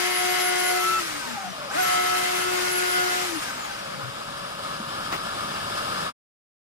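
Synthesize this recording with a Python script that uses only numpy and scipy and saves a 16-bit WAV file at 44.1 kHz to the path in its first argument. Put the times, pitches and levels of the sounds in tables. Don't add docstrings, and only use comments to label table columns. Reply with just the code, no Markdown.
import sys
import numpy as np
from scipy import signal
from scipy.io import wavfile
from scipy.ndimage import uniform_filter1d

SR = 44100
rng = np.random.default_rng(int(sys.argv[2]) if len(sys.argv) > 2 else 0)


def level_to_linear(level):
    exponent = np.asarray(level, float) / 20
    return 10 ** exponent


def file_out(sig):
    cols = np.atleast_2d(sig).T
    lim = np.clip(cols, -1, 1)
    pcm = np.round(lim * 32767).astype(np.int16)
    wavfile.write(sys.argv[1], SR, pcm)


N = 297675

# (off [s], on again [s]); the last pair never comes on
SWITCH = [(.98, 1.69), (3.255, 9)]
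# (time [s], multiple of shaft speed)
BEARING_RATIO = [(0, 3.615), (.5, 3.6), (.66, 3.62), (.78, 3.645), (1.25, 3.69), (1.7, 3.63), (2, 3.61),
                 (2.25, 3.625), (2.6, 3.645), (2.76, 3.615), (3, 3.628), (3.25, 3.635), (3.4, 3.66)]
HIGHER_ORDERS = (3, 5, 6, 7, 8, 9, 10, 11, 13, 14, 15, 17)
# (level in the group [dB], left over right [dB], left leads [rad])
HIGHER_TONES = [(-9, 17.5, 1.5), (-12.5, -7.5, 1), (-7.5, 5.5, -0.4), (-14, -1.5, 0.5), (-8, 13.5, -2.5),
                (-12.5, -1.5, -1), (-13.5, 2.5, 2), (-14, 12.5, -1), (-9.5, 11.5, 4), (-15, 10.5, 2.3),
                (-19, 7, 4.5), (-12.5, 13.5, 8)]
SIDE_TURNS = (-2, -1, 1, 2, 3, 4, 5)
# (level in the group [dB], left over right [dB], left leads [rad])
SIDEBAND_TONES = [(-27.5, -2, 1.5), (-17, 1, -1.5), (-11.5, 3.5, -2.16), (-4.5, 5, -1.33), (-23, -4, 3.5),
                  (-15.5, 6, 3.5), (-11.5, 1, 1.72)]
# (left over right [dB], left leads [rad], change of lead [rad/s], flicker [dB])
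SHAFT_TONE = (16, 2.5, 0.75, 1.8)
BITE_TONE = (-1.3, 1.82, 0.2, 1.6)
FOURTH_TONE = (1.4, -.9, 1.21, 2.3)
BEARING_TONE = (2.5, -.1, .7, 1.5)
OCTAVE_TONE = (2.5, -1.3, .05, 2.5)
WHISTLE_TONE = (-1.5, -1.2, .05, 4.5)
HUM_TONE = (2, 1, 0, 3.5)
# (time [s], level [dB])
SHAFT_LEVEL = [(0, -39.5), (.88, -39), (1.05, -49), (1.12, -61), (1.2, -59), (1.4, -53.5), (1.68, -75),
               (1.8, -43), (1.9, -54.5), (2, -44.5), (2.25, -44), (2.48, -38), (3.1, -40), (3.2, -44.5),
               (3.36, -42), (3.43, -74), (3.6, -61), (3.78, -83), (3.97, -54), (4.1, -64), (4.3, -89)]
BEARING_LEVEL = [(0, -39.5), (.44, -43), (.66, -55), (.77, -33.5), (.87, -25.5), (.998, -25.5), (1.01, -50),
                 (1.06, -60), (1.25, -51), (1.36, -48), (1.5, -45), (1.66, -50), (1.72, -57), (1.81, -49.5),
                 (1.84, -29), (2.05, -28), (2.17, -32), (2.28, -40), (2.48, -32.5), (2.6, -48),
                 (2.96, -35.5), (3.3, -43), (3.45, -49), (3.75, -56), (4, -51), (4.3, -72)]
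# (time [s], level [dB])
BITE_LEVEL = [(0, -40.5), (.22, -33), (.35, -32), (.62, -32), (.76, -29.5), (.88, -41.5), (1, -51),
              (1.76, -28.5), (1.9, -28.5), (2.25, -32), (2.46, -37.5), (2.56, -34.5), (2.72, -38),
              (2.96, -33), (3.2, -35), (3.27, -41)]
FOURTH_LEVEL = [(0, -53.5), (.33, -44.5), (.66, -38.5), (.9, -50), (1.8, -37), (1.9, -51), (2, -42.5),
                (2.24, -48.5), (2.5, -41.5), (2.96, -33), (3.1, -32), (3.27, -54)]
HIGHER_LEVEL = [(0, -31.5), (.66, -32.5), (.88, -44.5), (1, -56), (1.8, -41), (1.9, -33), (2.45, -41.5),
                (2.6, -36.5), (3.1, -38.5), (3.27, -54)]
SIDES_LEVEL = [(0, -29.5), (.11, -32.5), (.77, -32), (1, -44.5), (1.8, -36.5), (1.9, -32), (2.24, -34),
               (2.72, -42), (2.96, -33), (3.25, -39.5)]
OCTAVE_LEVEL = [(0, -50), (.75, -50), (.9, -40.5), (1.8, -44), (2, -52), (2.48, -42.5), (3.3, -54.5)]
WHISTLE_LEVEL = [(0, -41), (.11, -32.5), (.8, -34), (1, -48.5), (1.8, -47), (1.83, -27.5), (1.9, -42),
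                 (2.45, -41), (2.6, -51), (2.72, -34.5), (3.08, -44.5), (3.2, -60), (3.27, -39)]
# (level carried back to full speed [dB], fall [dB per octave of speed])
COASTING = [(-58, 13), (-54.5, 5), (-48.5, 15.5), (-48, 11.5), (-56, 5), (-46, 11.5)]
# (frequency [Hz], width [Hz], level [dB])
RINGING = [(138, 26, 17), (190, 14, 17), (238, 18, 10), (290, 14, 18), (580, 30, 2), (810, 50, 12),
           (1535, 50, 16)]
# (frequency [Hz], relative density [dB per Hz])
AIR_COLOUR = [(60, -28), (250, -18), (480, -11), (900, -6.5), (1500, -4), (2200, -4.5), (3500, -8.5),
              (5200, -9), (7000, -11), (11000, -15.5), (14800, -22), (16300, -42.5)]
# (time [s], level before its soft onset [dB], frequency [Hz], time to fall 60 dB [s])
THUD = (4.8, -21, 215, .06)
# (time [s], level [dB])
SCUFF_LEVEL = [(5.108, -55), (5.125, -27), (5.138, -26.5), (5.15, -29), (5.165, -33), (5.19, -60)]
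# (frequency [Hz], relative density [dB per Hz])
SCUFF_COLOUR = [(60, -11.5), (150, -2.5), (800, 1), (2300, -5.5), (5500, -14.5), (10000, -26)]
# (frequency [Hz], relative density [dB per Hz])
SUCTION_COLOUR = [(18, -45.5), (30, -21), (189, -7), (345, -14), (569, -7.5), (889, -9), (1250, -1.5),
                  (1720, -12.5), (1960, -19.5), (3400, -13.5), (4420, -18), (5170, -18.5), (6050, -24.5),
                  (9970, -23), (16000, -42)]
# (frequency [Hz], width [Hz], lift [dB])
HOSE = [(584, 35, 7), (1268, 36, 5.5), (1722, 89, 7.5), (2220, 140, 6), (2800, 180, 3.5), (3300, 37, 0.5),
        (4755, 110, 6.5), (5225, 130, 6)]
# (time [s], level [dB])
SUCTION_LEVEL = [(0, -40.5), (.7, -42.5), (1.1, -35.5), (1.5, -39.5), (1.76, -35.5), (2.9, -38), (3.3, -37),
                 (4.1, -36), (5.4, -31.5), (5.85, -29.5), (6.05, -29.5)]
# (time [s], level [dB])
HUM_LEVEL = [(3.5, -70), (3.75, -50), (4.6, -50.5), (5.2, -58), (6.1, -59)]
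# (frequency [Hz], left-right likeness [0..1])
LIKENESS = [(60, 0.71), (200, 0.73), (400, 0.99), (1400, 0.95), (1900, 0.13), (4300, 0.32), (5000, 0.23),
            (5800, 0.036), (9700, 0.044), (11000, 0.52), (13000, 0.5), (15000, .35)]
# (frequency [Hz], left leads [rad])
LEAD = [(0, 0), (250, 0.15), (450, -2), (1500, -1.5), (4200, -3), (6100, -9.5), (8000, -13.5),
        (10000, -16.5), (12500, -17.5), (13400, -17.5), (15500, -20)]
# (frequency [Hz], left over right [dB])
TILT = [(60, 1.0), (110, 1.5), (200, 2.5), (380, 3.0), (700, 1.0), (1290, 1.5), (2380, 2.0), (4400, 6.0),
        (8120, 0.5), (15000, -1.5)]
# (start [s], end [s])
FADE = (6.068, 6.128)

FULL_HZ, COAST_S = 362.4, 0.8
SPIN_UP_S, ROUNDING = 0.105, 1.4
OVERSHOOT, SETTLE_S = 0.025, 0.05
LET_GO = 0.0733
TAKE_HOLD = 0.68
SPIN_UP_DB = -2
SILENT_S, LAST_FADE_S = 4.35, 0.23
FAN_BLADES = 31
SIDES_TILT_DB = 0.53
AIR_DB, AIR_DB_PER_OCTAVE = -32, 9.5
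CHIPS_DB = 2
HUM_HZ = 556


def motor():
    t = np.arange(0, SILENT_S, 1 / SR)
    share = speed(t)
    power = powered(share)
    climbing = uniform_filter1d(1.0 * (np.gradient(share) > 0), size=400)
    last_dip = np.clip(1 - (SILENT_S - t) / LAST_FADE_S, 0, 1)
    coast_db = SPIN_UP_DB * climbing - 20 * last_dip

    levels = []
    curves = (BITE_LEVEL, FOURTH_LEVEL, HIGHER_LEVEL, SIDES_LEVEL, OCTAVE_LEVEL, WHISTLE_LEVEL)
    for curve, (db, fall_db) in zip(curves, COASTING):
        unpowered_db = db + fall_db * np.log2(share) + coast_db
        levels.append(power * follow(curve, t) + (1 - power) * unpowered_db)
    bite, fourth, higher, sides, octave, whistle = levels

    hz = FULL_HZ * share * (1 + 0.001 * wander(t, top_hz=30))
    turns = np.cumsum(hz) / SR
    ratio = follow(BEARING_RATIO, t) + 0.0058 * wander(t, top_hz=18)
    rolls = np.cumsum(hz * ratio) / SR
    blades = FAN_BLADES * turns + 0.05 * wander(t, top_hz=120)

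    out = tone(turns, follow(SHAFT_LEVEL, t), *SHAFT_TONE)
    out += tone(2 * turns, bite, *BITE_TONE)
    out += tone(4 * turns, fourth, *FOURTH_TONE)
    out += tone(rolls, follow(BEARING_LEVEL, t), *BEARING_TONE)
    out += tone(2 * rolls, octave, *OCTAVE_TONE)
    out += tone(blades, whistle, *WHISTLE_TONE)
    out += tone(blades + turns, whistle - 22, *WHISTLE_TONE)
    for k, (db, pan_db, lead) in zip(HIGHER_ORDERS, HIGHER_TONES):
        out += tone(k * turns + rng.random(), higher + db, pan_db, lead, travel=0, flicker_db=1.8)
    for k, (db, pan_db, lead) in zip(SIDE_TURNS, SIDEBAND_TONES):
        level_db = sides + db + SIDES_TILT_DB * (k - 2) * t
        out += tone(rolls + k * turns + rng.random(), level_db, pan_db, lead, travel=0, flicker_db=2.5)
    rest = N - len(t)
    return np.pad(out, ((0, 0), (0, rest))), np.pad(turns, (0, rest), "edge")


def speed(t):
    share = np.ones(len(t))
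    for off, on in SWITCH:
        coast = np.exp(-np.clip(t - off, 0, on - off) / COAST_S)
        climb = 1 - np.clip(1 - (t - on) / SPIN_UP_S, 0, 1) ** ROUNDING
        settling = np.exp(-np.maximum(t - on - SPIN_UP_S, 0) / SETTLE_S)
        share = share * (coast + (1 - coast) * climb + OVERSHOOT * climb ** 8 * settling)
    return share


def powered(share):
    span = np.where(np.gradient(share) > 0, TAKE_HOLD, LET_GO)
    return np.clip(1 - (1 - share) / span, 0, 1)


def tone(turns, level_db, pan_db, lead, travel, flicker_db):
    t = np.arange(len(turns)) / SR
    hz = np.gradient(turns) * SR
    speed_lost = 1 - uniform_filter1d(hz, size=2000) / hz[:4000].mean()
    glide = np.clip(speed_lost, 0, 0.5)
    common_db = level_db + (flicker_db + 12 * glide) * np.minimum(wander(t, top_hz=60), 0.9)
    left_db, right_db = pan_db * np.array([0.5, -0.5]) - 10 * np.log10(np.cosh(pan_db * np.log(10) / 20))
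    drift = lead + travel * t + 0.2 * wander(t, top_hz=3)
    turns = turns + 0.45 * glide * wander(t, top_hz=40)
    left = level_to_linear(common_db + left_db) * np.cos(2 * np.pi * turns + drift / 2)
    right = level_to_linear(common_db + right_db) * np.cos(2 * np.pi * turns - drift / 2)
    return np.sqrt(2) * np.array([left, right])


def ring(x):
    out = x
    for hz, width, db in RINGING:
        out = out + level_to_linear(db) * signal.lfilter(*signal.iirpeak(hz, hz / width, SR), x)
    return out


def cooling_air(turns):
    def colour(hz, t):
        share = speed(t)
        octaves = np.log2(share)
        shape_db = read(AIR_COLOUR, hz) + 3.6 * octaves * np.log2(1 + hz / 3000)
        level_db = AIR_DB + AIR_DB_PER_OCTAVE * octaves + CHIPS_DB * powered(share)
        return unit_db(shape_db) + level_db

    throb = 1 + 0.1 * np.cos(2 * np.pi * turns)
    return rush(colour, patchy_db=1.5, swell_db=0.8) * throb


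def thud():
    start, db, hz, t60 = THUD
    age = np.maximum(np.arange(N) / SR - start, 0)
    onset = 1 - np.exp(-age / 0.004)
    return level_to_linear(db - 60 * age / t60) * onset * np.sin(2 * np.pi * hz * age)


def scuff():
    t = np.arange(N) / SR
    noise = evened(rush(lambda hz, frames: read(SCUFF_COLOUR, hz) + 0 * frames, patchy_db=2, swell_db=0))
    return noise * level_to_linear(np.interp(t, *np.transpose(SCUFF_LEVEL), left=-200, right=-200))


def extractor():
    def colour(hz, t):
        lift_db = sum(db / (1 + (2 * (hz - f) / width) ** 2) for f, width, db in HOSE)
        return unit_db(read(SUCTION_COLOUR, hz) + lift_db) + follow(SUCTION_LEVEL, t)

    t = np.arange(N) / SR
    turns = np.cumsum(HUM_HZ * (1 + 0.015 * wander(t, top_hz=15))) / SR
    hum = tone(turns, follow(HUM_LEVEL, t), *HUM_TONE)
    return rush(colour, patchy_db=0.9, swell_db=0.55) + hum


def rush(colour_db, patchy_db, swell_db):
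    frames, hz = N // 256 + 5, np.fft.rfftfreq(1024, 1 / SR)
    t = np.arange(frames) * 256 / SR
    a, b, c, d, patches = rng.standard_normal((frames, 513, 5)).T
    patches = uniform_filter1d(patches, size=10, axis=0)
    patches = evened(uniform_filter1d(patches, size=6, axis=1))
    same = np.clip(read(LIKENESS, hz), 0, 1)[:, None]
    left = a + 1j * b
    lag = np.exp(-1j * follow(LEAD, hz))[:, None]
    right = lag * (same * left + np.sqrt(1 - same ** 2) * (c + 1j * d))
    z = np.array([left, right])
    z *= level_to_linear(np.multiply.outer([0.5, -0.5], read(TILT, hz)))[..., None]
    z *= level_to_linear(colour_db(hz[:, None], t) + patchy_db * patches + swell_db * wander(t, top_hz=40))
    return signal.istft(z, nperseg=1024, noverlap=768)[1][:, :N]


def unit_db(field_db):
    return field_db - 10 * np.log10(np.sum(level_to_linear(2 * field_db), 0) / 2)


def wander(t, top_hz):
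    coarse = np.arange(0, t[-1] + 0.01, 0.002)
    slow = 0
    for f in np.geomspace(top_hz / 15, top_hz, num=16):
        slow = slow + np.sin(2 * np.pi * (f * coarse + rng.random())) / np.sqrt(f)
    return np.interp(t, coarse, evened(slow))


def evened(x):
    return x / np.sqrt(np.mean(x ** 2) + 1e-20)


def read(points, hz):
    f, value = np.transpose(points)
    return np.interp(np.log(hz + 1), np.log(f + 1), value)


def follow(points, x):
    return np.interp(x, *np.transpose(points))


def scene():
    whine, turns = motor()
    return ring(whine) + cooling_air(turns) + thud() + scuff() + extractor()


def top_cut(x):
    return signal.sosfilt(signal.butter(12, 16420, fs=SR, output="sos"), x)


def record(dry):
    start, end = FADE
    left_to_go = np.clip((end - np.arange(N) / SR) / (end - start), 0, 1)
    faded = dry * np.sin(np.pi / 2 * left_to_go) ** 2
    low_pass = signal.firwin(511, 15850, window=("kaiser", 9), fs=SR)[None]
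    mix = signal.oaconvolve(faded, low_pass, "same", axes=1)
    return top_cut(mix)


dry = scene()
out = record(dry)
file_out(out)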